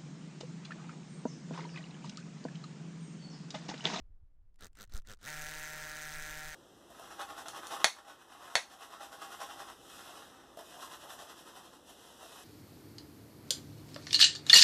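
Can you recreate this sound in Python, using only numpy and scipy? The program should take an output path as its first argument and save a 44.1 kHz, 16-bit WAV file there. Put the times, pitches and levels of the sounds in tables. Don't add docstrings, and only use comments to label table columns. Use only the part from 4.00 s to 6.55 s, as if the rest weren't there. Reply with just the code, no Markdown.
import sys
import numpy as np
from scipy import signal
from scipy.fft import rfft, irfft, next_fast_len
from scipy.io import wavfile

SR = 44100
rng = np.random.default_rng(int(sys.argv[2]) if len(sys.argv) > 2 else 0)


def elevation(decibels):
    levels = np.asarray(decibels, float)
    return 10 ** (levels / 20)


def store_wav(level_fs):
    pcm = np.round(np.clip(np.atleast_2d(level_fs), -1, 1) * 32767)
    wavfile.write(sys.argv[1], SR, pcm.T.astype(np.int16))


N = 112454
T = np.arange(N) / SR


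def rms_one(x):
    return x / np.sqrt(np.mean(x ** 2) + 1e-20)


def drift(rate_hz):
    r = np.exp(-80 * np.pi * rate_hz / SR)
    slow = signal.lfilter([1], [1, -2 * r, r * r], rng.standard_normal(N // 40 + 1002))[1000:]
    return np.interp(np.arange(N) / 40, np.arange(len(slow)), rms_one(slow))


def coloured(points, patchy_db=0.):
    hz, db = np.transpose(points)
    size = next_fast_len(N)
    f = np.maximum(np.arange(size // 2 + 1) * SR / size, 1)
    spectrum = rfft(rng.standard_normal(size)) * elevation(np.interp(np.log(f), np.log(hz), db))
    spectrum = spectrum * (f > hz[0]) * (f < hz[-1])
    out = 0
    for octave in np.arange(6, 15):
        share = np.cos(np.pi / 2 * np.clip(np.log2(f) - octave, -1, 1)) ** 2
        out = out + irfft(spectrum * share, size)[:N] * elevation(patchy_db * drift(37))
    return rms_one(out)


def resonate(x, hz, width_hz):
    r = np.exp(-np.pi * width_hz / SR)
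    poles = [1, -2 * r * np.cos(2 * np.pi * hz / SR), r * r]
    return signal.lfilter([(1 - r * r) / 2, 0, (r * r - 1) / 2], poles, x + 1e-18)


def clicks(s, size):
    at, out = np.clip(s * SR, 0, N - 2), np.zeros(N)
    k = at.astype(int)
    np.add.at(out, k, size * (1 - at + k))
    np.add.at(out, k + 1, size * (at - k))
    return out


def wind():
    # time in seconds, level in dB.
    gust_levels = [(0.0, -47), (0.14, -54), (0.18, -63), (0.82, -56), (0.96, -38), (1.01, -55.5),
                   (1.07, -51.5), (1.17, -61.5), (1.44, -54), (1.52, -43), (1.58, -56.5), (1.92, -57),
                   (1.96, -59.5), (2.34, -51), (2.42, -51), (2.55, -55)]
    s, db = np.transpose(gust_levels)
    low_hz, top_hz = 20.4, 75.6
    low_band = signal.butter(2, [8, low_hz], "band", fs=SR, output="sos")
    top_band = signal.butter(1, [low_hz, top_hz], "band", fs=SR, output="sos")
    low = signal.sosfilt(low_band, rng.standard_normal(N + SR))[SR:]
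    top = signal.sosfilt(top_band, rng.standard_normal(N + SR))[SR:]
    top = signal.sosfilt(signal.butter(3, 85, fs=SR, output="sos"), top)
    gusts = rms_one(rms_one(low) + 0.23 * rms_one(top) * elevation(4 * drift(15)))
    level_db = np.interp(T, s, np.minimum(db, -52)) + 3.0

    u, dip_s, swing_s = T - .950, .0045, .024
    dip = 1.15 * np.exp(-(u / dip_s) ** 2)
    swing = .75 * np.exp(-((u - swing_s - dip_s) / swing_s) ** 2)
    return elevation(level_db) * gusts + elevation(-31) * (swing - dip)


def distant_hum():
    # frequency in Hz, level in dB per Hz.
    hum_colour = [(100, -8.5), (200, -14), (780, -25), (1500, -30), (2500, -37.5), (16500, -53)]
    level_db = -84.5 + 3.5 * np.exp(-T / 0.17)
    return elevation(level_db) * coloured(hum_colour, patchy_db=1.5)


def trigger():
    # time in seconds, peak in dB, damping (added to the peak) in dB.
    ticks = [(0.5432, -58.5, -18), (0.5588, -55, -12), (0.5927, -53, -11), (0.731, -63, -5.5),
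             (0.7535, -52, -5), (0.8757, -63, -6), (0.894, -66, -11), (1.0195, -60, -4), (1.1721, -61, -8),
             (1.1894, -65, -9)]
    s, db, trim_db = np.transpose(ticks)
    r = np.exp(-1 / (0.0015 * SR))
    gate = signal.lfilter([1], [1, -r], clicks(s, elevation(db + trim_db)))
    return gate * coloured([(1000, 3), (3500, -4), (8000, -1.5), (15500, -17)])


def motor():
    # motor start in seconds, a clear blow in seconds,
    # spin-up before that blow in seconds, letting go in seconds.
    pulls = [
        (.588, .6085, .033, .636),
        (.750, .7715, .029, .809),
        (.895, .9225, .034, .956),
        (1.049, 1.0865, .050, 1.105),
        (1.189, 1.2135, .0285, 9),
    ]
    pull_trim_db = [1.4, 0.2, 0.28, 0.5, 0.25]
    # time in seconds, blow rate in Hz, effort in dB.
    full_speed = [(1.274, 155.0, -45), (1.288, 152.4, -45), (1.414, 151.9, -46), (1.426, 150.4, -45),
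                  (1.486, 153.8, -46), (2.086, 153.0, -46), (2.202, 152.2, -46), (2.37, 153.6, -46),
                  (2.516, 153.5, -48), (2.55, 151.2, -47)]
    spin_up_hz_per_s, start_hz, brake_hz_per_s = 1650, 32, 600
    coast_s, coast_db_per_s, stop_db_per_s = 0.034, 75, 1310
    speed_power = 1.576

    s, full_hz, effort_db = np.transpose(full_speed)
    full, phase, level = np.interp(T, s, full_hz), np.zeros(N), np.full(N, -160.)
    ends = [p[0] for p in pulls[1:]] + [9]
    for (start, first, lead, off), end, trim_db in zip(pulls, ends, pull_trim_db):
        after = np.maximum(T - off, 0)
        up = np.maximum(spin_up_hz_per_s * (np.minimum(T, off) - first + lead), start_hz)
        rate = np.maximum(np.minimum(up, full) - brake_hz_per_s * after, 10)
        turns = np.cumsum(rate) / SR
        on = (T >= start) & (T < end)
        phase[on] = (turns - turns[int(first * SR)])[on]
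        fade = coast_db_per_s * after + stop_db_per_s * np.maximum(after - coast_s, 0)
        level[on] = (trim_db + 20 * speed_power * np.log10(rate / full) - fade)[on]
    return phase, level + np.interp(T, s, effort_db)


def body_ring(s, back, luck, bite):
    # frequency in Hz, width in Hz, level biting in dB, level running free in dB.
    resonances = [(1400, 220, -3, -1.5), (1660, 178, 0, -14), (1885, 274, -1.5, -28), (2420, 420, -12, -45),
                  (3840, 530, -15.5, -8), (6140, 290, -11, -11), (189, 80, -40, -1.5),
                  (622, 240, -28, -9.5)]
    body = 0
    for k, (hz, width_hz, db, free_db) in enumerate(resonances):
        blows = clicks(s, elevation(1.56 * luck[:, 2 + k]))
        rebounds = clicks(back, elevation(-13) * (luck[:-1, 10 + k] - .7))
        ring = resonate(resonate(blows + rebounds, hz, width_hz), hz, 2 * width_hz)
        body = body + (-1) ** k * elevation(db * bite + free_db * (1 - bite)) * ring
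    return body / np.std(body[N // 2:]) * elevation(-2)


def treble_crack(s, back, luck, bite):
    # frequency in Hz, level in dB per Hz.
    crack_colour = [(2000, -13), (3000, -2), (4000, -4), (6200, 0.5), (9000, -3), (10000, -9.5),
                    (13500, -6), (16500, -12.5)]
    bite_s, free_s = .00048, .0003
    spread_db = 2.3
    late_s = 0.00085 * np.interp(s, T, bite)
    blows = clicks(s + late_s, elevation(spread_db * luck[:, 18]))
    rebounds = clicks(back, np.interp(back, T, bite) * elevation(-13 + spread_db * luck[:-1, 19]))
    hits = blows + rebounds
    r, q = np.exp(-1 / (bite_s * SR)), np.exp(-1 / (free_s * SR))
    gate = signal.lfilter([1], [1, -2 * r, r * r], bite * hits)
    gate += signal.lfilter([bite_s / free_s], [1, -2 * q, q * q], (1 - bite) * hits)
    gate = gate / np.sqrt(np.mean(gate[N // 2:] ** 2))
    return elevation(-6.5 + 4.5 * (1 - bite)) * coloured(crack_colour) * gate


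def grinding_grit(bite):
    # frequency in Hz, level in dB per Hz.
    grit_colour = [(100, -13.5), (1100, -9.5), (1350, -1), (1900, -2), (2900, -10), (9200, -15.5),
                   (10200, -21.5), (16500, -21)]
    grit = elevation(-5 - 0.5 * bite) * coloured(grit_colour, patchy_db=1.6)
    less_ring = grit - 0.42 * resonate(grit, 2280, 950)
    free = signal.lfilter(*signal.butter(2, 9350, fs=SR), less_ring)
    return bite * grit + (1 - bite) * free


def casing_shake(phase, bite):
    # multiple of the blow rate, level in dB.
    tones = [(1, -12.5), (2, -22.5), (3, -24), (4, -15), (5, -13.5), (6, -17.5), (8, -19)]
    shake = 0
    for k, db in tones:
        free_boost_db = 6.4 * (1 - bite) * (k < 3)
        level_db = db + 3 + free_boost_db + 2.5 * drift(13.6)
        shake = shake + elevation(level_db) * np.sin(2 * np.pi * (k * phase + rng.random()))
    return elevation(-4 * (1.5 - bite)) * shake


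def drill():
    phase, level = motor()
    bite = 1 / (1 + np.exp(-np.clip((T - 1.262) / 0.0027, -50, 50)))
    s = T[1:][np.diff(np.floor(phase)) == 1]
    luck = rng.standard_normal((400, 20))[:len(s)]
    s = s + .00003 * luck[:, 0]
    back = s[:-1] + np.minimum(np.diff(s), .02) * (0.522 + 0.058 * luck[:-1, 1])
    blows = body_ring(s, back, luck, bite) + treble_crack(s, back, luck, bite)
    return elevation(level) * (blows + grinding_grit(bite) + casing_shake(phase, bite))


def wall_slap(tool):
    late = np.concatenate([np.zeros(530), tool])[:N]
    return elevation(-30) * signal.lfilter([.3], [1, -.7], late)


def scene():
    tool = trigger() + drill()
    return (wind() + distant_hum() + tool + wall_slap(tool))[None]


def band_limit(x):
    return signal.sosfilt(signal.butter(12, 15840, fs=SR, output="sos"), x)


def record(dry):
    steep_cut = signal.ellip(12, .5, 60, 15800, fs=SR, output="sos")
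    mix = signal.sosfilt(steep_cut, dry)
    return band_limit(mix)


dry = scene()
out = record(dry)
store_wav(out)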